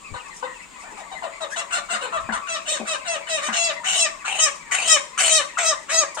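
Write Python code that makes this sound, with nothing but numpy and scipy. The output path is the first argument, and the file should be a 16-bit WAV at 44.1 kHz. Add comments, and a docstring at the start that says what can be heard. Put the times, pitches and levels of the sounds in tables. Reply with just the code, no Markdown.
"""Against a murmuring, peeping flock and a thin hiss under a low roof, a caught broiler clucks: a pulsed
syrinx source through throat and beak resonances. Puffs of air, dry rustles and a few footfalls (shaped noise,
falling sines) pass meanwhile. Carried up to a sack near the microphone, the bird then gives long squawks that
start as a rasp, lock into a clear tone and sag as the beak closes; a rustle and a last short cluck end it."""
import sys
import numpy as np
from scipy import signal
from scipy.fft import rfft, irfft
from scipy.io import wavfile

SR = 44100
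rng = np.random.default_rng(int(sys.argv[2]) if len(sys.argv) > 2 else 0)


def master(y):
    """Save y as 16-bit WAV."""
    cut = np.clip(np.atleast_2d(y).T, -1, 1)
    pcm = np.round(cut * 32767)  # scale
    wavfile.write(sys.argv[1], SR, pcm.astype(np.int16))


N = 273420


def undb(db):
    """Decibels to gain."""
    return 10 ** (np.asarray(db) / 20)


def unit(x):
    """Scale to rms 1."""
    return x / np.sqrt(np.mean(x ** 2) + 1e-18)


def add(out, start_s, x):
    """Mix x into out from a start time on."""
    i = max(int(start_s * SR), 0)
    out[i:i + len(x)] += x[:max(len(out) - i, 0)]


def colour(points, hz):
    """Gain of a (Hz, dB) spectrum at the given frequencies."""
    f, db = np.transpose(points)
    return undb(np.interp(np.log(hz + 1), np.log(f), db))


def hump(hz, centre_hz, octaves):
    """Bell shape on a log-frequency axis, 1 at the centre."""
    return np.exp(-.5 * (np.log2((hz + 1) / centre_hz) / octaves) ** 2)


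def band_noise(n, centre_hz, octaves):
    """Noise around one frequency, rms 1."""
    spectrum = rfft(rng.standard_normal(n))
    return unit(irfft(spectrum * hump(np.fft.rfftfreq(n, 1 / SR), centre_hz, octaves), n))


def walk(n, rate_hz):
    """Smooth chance with a spread near 1 that turns about rate_hz times a second."""
    steps = np.arange(n) * rate_hz / SR
    count = int(steps[-1]) + 2
    return 1.2207 * np.interp(steps, np.arange(count), rng.standard_normal(count))


def gate(t, start_s, end_s, attack_s, release_s):
    """Opens linearly at the start and dies away exponentially after the end."""
    return np.clip((t - start_s) / attack_s, 0, 1) * np.exp(-np.maximum(t - end_s, 0) / release_s)


def background(flicker_db=2, left_db=-1, level_db=-46):
    """Distant flock, rustle and hiss: half-octave noise bands that flicker, the treble least."""
    # Spectrum of the shed's background. 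Each row: frequency in Hz, relative density in dB per Hz.
    shed_colour = [(30, 3.5), (105, -14.5), (180, -1.5), (720, -7), (1000, -1.5), (1650, -7), (2350, -5.5),
                   (3300, -9), (6000, -16.5), (7100, -2), (8700, -9), (10200, -33.5), (15000, -29.5)]
    f, out = np.fft.rfftfreq(N, 1 / SR), np.zeros((2, N))
    # part of the noise is common to both channels
    noise = rng.standard_normal((2, N)) + 0.63 * rng.standard_normal(N)
    noise = rfft(noise) * colour(shed_colour, f)
    for hz in 30 * 2 ** (np.arange(19) / 2):
        band = irfft(noise * hump(f, hz, 1 / 4), N)
        out += band * undb(flicker_db * min(1, 3000 / hz) * walk(N, 14))
    return unit(out) * undb(level_db + np.array([[left_db], [-left_db]]) / 2)


def soft_call(length_s, first_hz, last_hz, waver=0.0412, overtone_db=-17):
    """A wavering glide with one strong partial and a weak octave."""
    n = int(length_s * SR)
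    hz = np.geomspace(first_hz, last_hz, n) * (1 + waver * walk(n, 319.6))
    phase = 2 * np.pi * np.cumsum(hz) / SR
    return unit((np.sin(phase) + undb(overtone_db) * np.sin(2 * phase)) * np.hanning(n) ** .5)


def flock(length_s=0.0651, murmur_db=-49.0, peep_db=-58, count=110):
    """A few distinct calls over many random murmurs and peeps, all gliding tones."""
    # Other birds' calls. Each row: start in seconds, first pitch in Hz, last pitch in Hz, level before room in dB.
    distinct_calls = [(.59, 2590, 1980, -59), (1.498, 1577, 1850, -46), (.73, 1022, 904, -48),
                      (1.14, 2270, 1820, -50.5), (3.745, 1025, 917, -37), (4.109, 1126, 1055, -44),
                      (4.181, 2780, 2250, -58)]
    out = np.zeros(N)
    for start_s, first_hz, last_hz, db in distinct_calls:
        add(out, start_s, undb(db) * soft_call(length_s, first_hz, last_hz))
    for centre_hz, level_db in [(1020, murmur_db), (2250, peep_db)]:
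        for turn, (when, size, pitch, loud) in enumerate(rng.random((count, 4))):
            start_s = (turn + 2 * when - 1) / count * N / SR
            hz = centre_hz * 2 ** (.5 * (pitch - .5))
            call = soft_call(length_s * (.5 + size), hz * 1.07, hz / 1.07)
            add(out, start_s, undb(level_db + 10 * (loud - .5)) * call)
    return out


def litter(centre_hz=6500, grain_db=5, scratch_db=-57, count=45):
    """Dry husks crackle: a few clear rustles over the scratching of many feet, as grainy noise."""
    # Rustles of litter and sack. Each row: start in seconds, length in seconds, level before room in dB.
    rustles = [(0.334, 0.018, -55), (1.5, .04, -45.5), (6.144, 0.006, -40)]
    out, t = np.zeros(N), np.arange(SR // 8) / SR
    scratches = [(when * N / SR, 0.032 * size, scratch_db + 10 * (loud - .5))
                 for when, size, loud in rng.random((count, 3))]
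    for start_s, length_s, db in list(rustles) + scratches:
        grains = unit(band_noise(len(t), centre_hz, 0.38) * undb(grain_db * walk(len(t), 600)))
        add(out, start_s, undb(db) * grains * gate(t, 0, length_s, attack_s=.003, release_s=0.0096))
    return out


def puffs(right_db=-14):
    """Air brushing the left microphone port: short low rumbles, faint on the right."""
    # Each row: start in seconds, length in seconds, left level in dB.
    air_puffs = [(0.1, 0.065, -34), (2.122, 0.29, -48.5)]
    out = np.zeros(N)
    for start_s, length_s, db in air_puffs:
        n = int(length_s * SR)
        add(out, start_s, undb(db) * band_noise(n, 34.0, 1.56) * np.hanning(n) ** .5)
    return np.array([out, undb(right_db) * out])


def footfalls(thud_hz=205, bend=1.0, bend_s=0.0044, thud_s=0.0093, scuff_s=0.015, grit_db=3):
    """Sandals land on the packed litter with a hollow thud that drops in pitch, and scrape over it."""
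    # Each row: start in seconds, relative thud level in dB, scuff centre in Hz, relative scuff level in dB.
    steps = [(0.916, -59, 430, -49.5), (1.925, -48, 500, -56), (2.287, -34.5, 890, -35.5),
             (2.797, -36, 580, -40), (3.482, -37.5, 1060, -36.5)]
    out, t = np.zeros(N), np.arange(SR // 6) / SR
    for start_s, thud_db, scuff_hz, scuff_db in steps:
        thud = np.sin(2 * np.pi * np.cumsum(thud_hz * (1 + bend * np.exp(-t / bend_s))) / SR)
        scuff = band_noise(len(t), scuff_hz, 0.59) * undb(grit_db * walk(len(t), 330))
        for sound, db, decay_s in [(thud, thud_db, thud_s), (scuff, scuff_db, scuff_s)]:
            add(out, start_s, undb(db) * sound * gate(t, 0, 0.015, attack_s=0.0034, release_s=decay_s))
    return out


def shed(x, near_db, far_db, near_s=0.011, t60_s=0.27, treble_t60_s=0.36):
    """Floor, feeders and bodies scatter the sound at once; roof and walls give a short tail."""
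    t = np.arange(int(.7 * SR)) / SR
    # small things scatter short waves most
    near_highpass = signal.butter(4, 1400, "highpass", fs=SR, output="sos")
    far_lowpass = signal.butter(2, 3000, fs=SR, output="sos")
    ears = []
    for _ in range(2):
        near, far = rng.standard_normal((2, len(t)))
        near = signal.sosfilt(near_highpass, near * np.exp(-t / near_s) * (t > .0007))
        low = signal.sosfilt(far_lowpass, far)
        tail = low * 1000 ** (-t / t60_s) + 0.5 * (far - low) * 1000 ** (-t / treble_t60_s)
        tail = tail * (t > .012)
        response = (undb(near_db) * unit(near) + undb(far_db) * unit(tail)) / np.sqrt(len(t))
        ears.append(signal.fftconvolve(x, response)[:N])
    return np.array(ears)


def syrinx(hz, rasp, doubling=0.21, waver=0.00553, rough_waver=0.03415, jitter=.125, beat_db=4.0,
           shimmer_db=2.5, gating=0.88, dispersion=0.292, air_share=0.71):
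    """Membranes beat regularly, alternate strong and weak or break into chaos; air escapes once a cycle."""
    n = len(hz)
    drift = (waver + rough_waver * rasp) * walk(n, 111.1) + jitter * rasp ** 1.678 * walk(n, 450)
    phase = 2 * np.pi * np.cumsum(hz * (1 + drift)) / SR
    k = np.arange(1, 27)[:, None]
    # the windpipe spreads each beat out in time
    tone = (np.cos(k * phase - dispersion * k ** 2) * (k * hz < SR / 2)).sum(0)
    tone = unit(tone * (1 + 2 * doubling * np.sqrt(rasp) * np.cos(phase / 2)))
    air = unit(rng.standard_normal(n) * (1 + gating * np.cos(phase)))
    leak = np.clip(air_share * rasp, 0, 1)
    # in chaos every beat has its own strength and beats come in uneven bursts; the air pulses with them
    beats = np.interp(phase / (2 * np.pi), np.arange(n), rng.standard_normal(n))
    uneven_db = rasp * (beat_db * (beats - .5) + shimmer_db * (walk(n, 258.0) - .5))
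    return (np.sqrt(1 - leak ** 2) * tone + leak * air) * undb(uneven_db)


def voice(t, hz, rasp, low_db, middle_db, top_db, second_db, opened, open_hz, beak_hz, throat_db,
          throat_octaves, pitch_ring_db=10, twist_db=3.5):
    """Syrinx through throat and beak resonances that follow the gape; effort weights three registers."""
    # Colours of the clear and of the rasping voice. Each row: frequency in Hz, relative level in dB.
    clear_colour = [(100, -69), (430, -2), (600, 2.5), (950, -6), (1300, -1), (1900, -1.5), (2600, 5),
                    (3300, 1.5), (3850, 9), (4500, -9), (5500, -9), (8800, -13.5), (10600, -41),
                    (15000, -49)]
    rasp_colour = [(100, -48), (480, 1.5), (760, 5.5), (1120, 12), (1750, -6), (3000, -6.5), (3750, -8.5),
                   (4900, -13), (7300, 5.5), (9000, 1), (10500, -22), (15000, -29.5)]
    shut_hz, beak_ref_hz, beak_swing = 1150, 7684, 0.08
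    rasp = np.clip(rasp, 0, 1)
    f, frames_s, source = signal.stft(syrinx(hz, rasp), SR, nperseg=384)
    controls = (hz, rasp, low_db, middle_db, top_db, second_db, opened, throat_db, throat_octaves)
    hz, rasp, low_db, middle_db, top_db, second_db, opened, throat_db, throat_octaves = (
        np.interp(frames_s, t - t[0], c + 0 * t) for c in controls)
    f = f[:, None]
    above_low, above_middle = (1 / (1 + (edge_hz / (f + 1)) ** 16) for edge_hz in (1600, 4800))
    # the treble colour slides with the beak resonance
    beak_now_hz = beak_hz * (1 - beak_swing * (1 - opened))
    slid_hz = f * (beak_ref_hz / beak_now_hz) ** above_middle
    tract = colour(clear_colour, slid_hz) ** (1 - rasp) * colour(rasp_colour, slid_hz) ** rasp
    throat_hz = shut_hz + (open_hz - shut_hz) * opened
    tract = tract * undb(throat_db * hump(f, throat_hz, throat_octaves))
    # even in chaos the membranes favour their own frequency
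    ring_db = pitch_ring_db * (1 + rasp) / 2 * hump(f, hz, .15)
    tract = tract * undb(second_db * hump(f, 2 * hz, .15) + ring_db)
    # the struggling bird twists its neck, so partials swell and fade unevenly
    smoother = np.outer(np.hanning(8), np.hanning(12))
    twist = unit(signal.fftconvolve(rng.standard_normal(tract.shape), smoother, "same"))
    tract = tract * undb(twist_db * twist)
    registers = [(1 - above_low, low_db), (above_low - above_middle, middle_db), (above_middle, top_db)]
    gain = sum(share * undb(db) / np.sqrt(np.mean((share * tract) ** 2, axis=0)) for share, db in registers)
    return signal.istft(source * tract * gain, SR)[1][:len(t)]


def gape(t, widest_s, length_s, snap_s=0.023, snap_share=0.78):
    """Beak opening, 0-1: snaps most of the way open, widens on to widest_s, then shuts."""
    opens = snap_share * (1 - np.exp(-t / snap_s)) + (1 - snap_share) * np.minimum(t / widest_s, 1)
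    shutting = np.clip((t - widest_s) / (length_s - widest_s), 0, 1)
    return opens * (.5 + .5 * np.cos(np.pi * shutting))


def catch(centre_hz, attack_s=0.0065, hold_s=0.012, release_s=0.018, db=-4.0):
    """The short, hollow puff with which the throat opens: narrow-band noise."""
    t = np.arange(SR // 10) / SR
    return undb(db) * band_noise(len(t), centre_hz, 1 / 5) * gate(t, 0, hold_s, attack_s, release_s)


def clucks(fall=0.17, closing_share=.35, strain=.08, strain_s=0.01035, lock_share=.35, shortest_s=.045,
           onset_rasp=0.708, end_rasp=0.26, top_slope=1.78, top_db=-2.0, opening_db=-7, opening_low_db=-11,
           closing_db=-6, closing_low_db=-3, attack_share=0.1, release_s=0.013, widest_share=0.52,
           throat_db=8, throat_octaves=0.34, beak_hz=7900, catch_db=2.5, catch_hz=900,
           catch_hz_per_s=7000, catch_db_per_s=90):
    """A hoarse catch locks into a tone that drops onto its pitch, then bends down as the beak shuts."""
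    # Each row: start in seconds, length in seconds, pitch in Hz, rasp 0-1, low register in dB,
    # second partial lift in dB, brightness in dB, open throat resonance in Hz.
    short_calls = [(0.137, 0.041, 523.4, 0.57, -31, 3, -10, 1520),
                   (0.423, 0.047, 512.6, 0.61, -26.5, 4, -15, 1030),
                   (0.821, 0.06, 694, 0.97, -37, -3, -17, 1800),
                   (0.969, 0.048, 773, 0.5, -34, -14, -10.5, 2020),
                   (1.11, 0.04, 738.6, 0.32, -31, -14, -11, 1710),
                   (1.219, 0.052, 677.4, 0.41, -27.5, -8, -11.5, 1270),
                   (1.402, 0.05, 642.6, 0.25, -28, -4, -6.5, 1670),
                   (1.556, 0.06, 660, 0.35, -27.5, 1, -1, 1950), (1.703, 0.085, 695, 0.6, -26, 7, 0, 1720),
                   (1.885, 0.082, 681, 0.65, -26, 12, -1.5, 2560),
                   (2.002, 0.074, 524, 0.77, -30, 1.5, -5, 2420),
                   (2.118, 0.068, 656.6, 0.2, -23.5, 15, -10.5, 2100),
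                   (2.319, 0.051, 667.4, 0.5, -25, 14, -5, 1960),
                   (2.46, 0.118, 660, 0.08, -30, 13, -0.5, 2660),
                   (2.651, 0.12, 636.7, 0.32, -31.5, 2, 3, 3140),
                   (2.847, 0.11, 641.5, 0.18, -29, 6.5, -1, 2680),
                   (3.045, 0.12, 662.6, 0.11, -27, -2.5, -2, 2500),
                   (3.263, 0.13, 632, 0.16, -28, 1.5, -0.5, 2600),
                   (3.407, 0.092, 608.6, 0.66, -30.5, 2.5, -1, 1930),
                   (6.165, 0.046, 569, 0.57, -27, -15, -4, 1240)]
    out = np.zeros(N)
    for start_s, length_s, pitch_hz, rasp, low_db, second_db, bright_db, open_hz in short_calls:
        t = np.arange(int((length_s + .04) * SR)) / SR
        # the longer the cluck, the higher and softer its catch and the later its tone
        extra_s = max(length_s - shortest_s, 0)
        since_lock_s = t - lock_share * extra_s
        opening = 1 / (1 + np.exp(since_lock_s / .004))
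        closing = np.clip(1 - (length_s - t) / (closing_share * length_s), 0, 1)
        strained = strain * np.exp(-np.maximum(since_lock_s, 0) / strain_s)
        hz = pitch_hz * (1 + strained - fall * closing ** 2)
        # the voice slips in and out of chaos
        slip = rasp * (.9 + walk(len(t), 70) / 3)
        narrowed_db = opening_db * opening + closing_db * closing
        call = voice(t, hz, rasp=slip + onset_rasp * opening + end_rasp * closing ** 2,
                     low_db=low_db + opening_low_db * opening + closing_low_db * closing ** 2,
                     middle_db=low_db + bright_db + narrowed_db,
                     top_db=low_db + top_db + top_slope * bright_db + 2 * narrowed_db, second_db=second_db,
                     opened=gape(t, widest_share * length_s, length_s + release_s), open_hz=open_hz,
                     beak_hz=beak_hz, throat_db=throat_db, throat_octaves=throat_octaves)
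        add(out, start_s, call * gate(t, 0, length_s, attack_share * length_s, release_s))
        puff_gain = undb(low_db + catch_db - catch_db_per_s * extra_s)
        add(out, start_s, puff_gain * catch(catch_hz + catch_hz_per_s * extra_s))
    return out


def squawk(length_s, crest_s, strained_hz, held_hz, rasp, burst_db, rasp_db, crest_db, low_db, treble_db,
           second_db, open_hz, beak_hz, attack_s=0.017, release_s=0.0081, opening_s=.016, opening_db=-7,
           rasp_low_db=-2.0, rasp_throat_db=10.5, clear_throat_db=6, tight_octaves=0.11, slack_octaves=0.58):
    """A burst of rasp that locks into a tone, swells, brightens with effort and sags as the beak closes."""
    # the voice locks into a clear tone shortly before the crest
    lock_lead_s, lock_s, clear_rasp = 0.0434, 0.0108, 0.044
    # pitch starts low, is strained while the voice rasps, then relaxes to a held note that sags a little
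    opening_drop_hz, relax_s, relax_lead_s, sag_hz_per_s = 91.2, .075, 0.04, 150
    # effort: an opening burst, a rasping stretch, a swell to the crest and an easing after it
    burst_s, swell_s, ease_s, burst_treble_db = 0.034, 0.042, 0.12, -14
    # dB gained per dB of effort; before the other lifts the treble equals the middle at even_db
    treble_slope, low_slope, even_db = 1.96, 0.47, -24
    # as the beak closes the pitch drops, the voice roughens and its weight moves down
    closing_s, closing_drop_hz, closing_rasp = .05, 100.5, 0.44
    closing_low_db, closing_middle_db, closing_treble_db = 2.5, -5.5, -21.5
    widest_lead_s = 0.028

    t = np.arange(int((length_s + .04) * SR)) / SR
    late_s = t - crest_s
    swell = np.exp(-.5 * (late_s / np.where(late_s < 0, swell_s, ease_s)) ** 2)
    chaos = 1 / (1 + np.exp((late_s + lock_lead_s) / lock_s))
    strain = np.clip(-(late_s + relax_lead_s) / relax_s, 0, 1)
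    opening, burst = np.exp(-t / opening_s), np.exp(-.5 * (t / burst_s) ** 2)
    closing = np.clip(1 - (length_s - t) / closing_s, 0, 1)
    effort_db = rasp_db + (crest_db - rasp_db) * swell + burst_db * burst
    hz = (held_hz + (strained_hz - held_hz) * strain - sag_hz_per_s * np.maximum(late_s, 0)
          - opening_drop_hz * opening - closing_drop_hz * closing ** 2)
    low = (low_db + low_slope * (effort_db - crest_db) + rasp_low_db * chaos + opening_db * opening
           + closing_low_db * np.sin(np.pi * closing ** 2))
    top = (even_db + treble_slope * (effort_db - even_db) + treble_db * swell
           + burst_treble_db * np.exp(-t / burst_s) + closing_treble_db * closing)
    call = voice(t, hz,
                 rasp=clear_rasp + (rasp - clear_rasp) * chaos + closing_rasp * (closing ** 2 + opening),
                 low_db=low, middle_db=effort_db + opening_db * opening + closing_middle_db * closing,
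                 top_db=top, second_db=second_db * (1 - chaos),
                 opened=gape(t, crest_s - widest_lead_s, length_s + 2 * release_s),
                 open_hz=open_hz, beak_hz=beak_hz,
                 throat_db=clear_throat_db + (rasp_throat_db - clear_throat_db) * (chaos + closing),
                 # broad at both ends of the call, narrow while the bird strains
                 throat_octaves=tight_octaves + (slack_octaves - tight_octaves) * np.maximum(burst, closing))
    return call * gate(t, 0, length_s, attack_s, release_s)


def squawks(catch_hz=1280):
    """The long calls of the carried bird, each opened by a catch of the throat."""
    # Each row: start in seconds, time to the crest in seconds, length in seconds, strained pitch in Hz,
    # held pitch in Hz, rasp 0-1, opening burst in dB, rasp level in dB, crest level in dB, low register in dB,
    # treble lift in dB, second partial lift in dB, open throat resonance in Hz, beak resonance in Hz,
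    # relative catch level in dB.
    long_calls = [(3.516, 0.11, 0.2, 747.3, 677, 0.75, 1, -25, -26.5, -28.5, 2.5, -5.5, 2970, 7400, -21.5),
                  (3.835, 0.2, 0.24, 743, 669.5, 0.73, 3, -25.5, -23.5, -30, 4.5, -0.5, 3120, 7560, -26),
                  (4.243, 0.2, 0.24, 831, 639.3, 0.94, 8.5, -31.5, -23, -28.5, 9.5, 6, 3000, 7600, -22),
                  (4.707, 0.22, 0.27, 775, 632.8, 0.85, 10.5, -28, -19, -25.5, 1.5, 9, 2990, 7700, -24),
                  (5.172, .18, .245, 698.5, 632.6, .72, 5.5, -22.5, -20.5, -26.5, 1.5, 4, 3120, 8100, -20),
                  (5.57, 0.12, 0.17, 700, 649, 0.64, 8, -27.5, -26, -24, 11.5, 4, 2420, 7430, -17),
                  (5.883, 0.11, .16, 623, 651.2, 0.52, 5, -25, -26, -24, 15, 1, 1940, 7570, -28)]
    out = np.zeros(N)
    for start_s, crest_s, length_s, *manner, catch_db in long_calls:
        add(out, start_s, squawk(length_s, crest_s, *manner))
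        add(out, start_s - .002, undb(catch_db) * catch(catch_hz))
    return out


def scene():
    """The caught bird, direct and in the room, shifts its place; flock and feet come through the room."""
    # Place of the bird. Each row: time in seconds, left minus right in dB, lag of the left port in ms,
    # extra room sound in dB.
    place = [(.4, 1.5, 0.2, -1), (3.301, -1.5, .25, 3), (5.2, -.5, -0.028, 0), (6.004, -0.5, 0.076, -3)]
    t = np.arange(N) / SR
    place_s, *columns = np.transpose(place)
    pan_db, lag_ms, room_db = (np.interp(t, place_s, c) for c in columns)
    bird, others, feet = clucks() + squawks(), flock(), footfalls()
    direct = np.array([np.interp(t - lag_ms / 1000, t, bird), bird])
    bird_room = shed(bird * undb(room_db), near_db=-1.5, far_db=-12.5)
    caught = (undb(-5.5) * direct + bird_room) * undb(np.array([pan_db, -pan_db]) / 2)
    around = undb(4) * feet + shed(others + undb(2.5) * feet, near_db=10.0, far_db=-6.0)
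    around = around + shed(litter(), near_db=7.0, far_db=-31)
    return caught + around + puffs() + background()


def record(dry, top_hz=15700):
    """The phone's two ports colour the sound differently; the top is cut."""
    # Left port's pickup over the right's. Each row: frequency in Hz, difference in dB.
    ports = [(100, 10.5), (600, 8), (1500, 6.5), (3000, 5), (6000, 0), (8600, 5), (13000, 1.5)]
    tilt = colour(ports, np.fft.rfftfreq(N, 1 / SR)) ** .5
    heard = irfft(rfft(dry) * np.array([tilt, 1 / tilt]), N)
    return signal.sosfilt(signal.ellip(8, .2, 70, top_hz, fs=SR, output="sos"), heard)


dry = scene()
out = record(dry)
master(out)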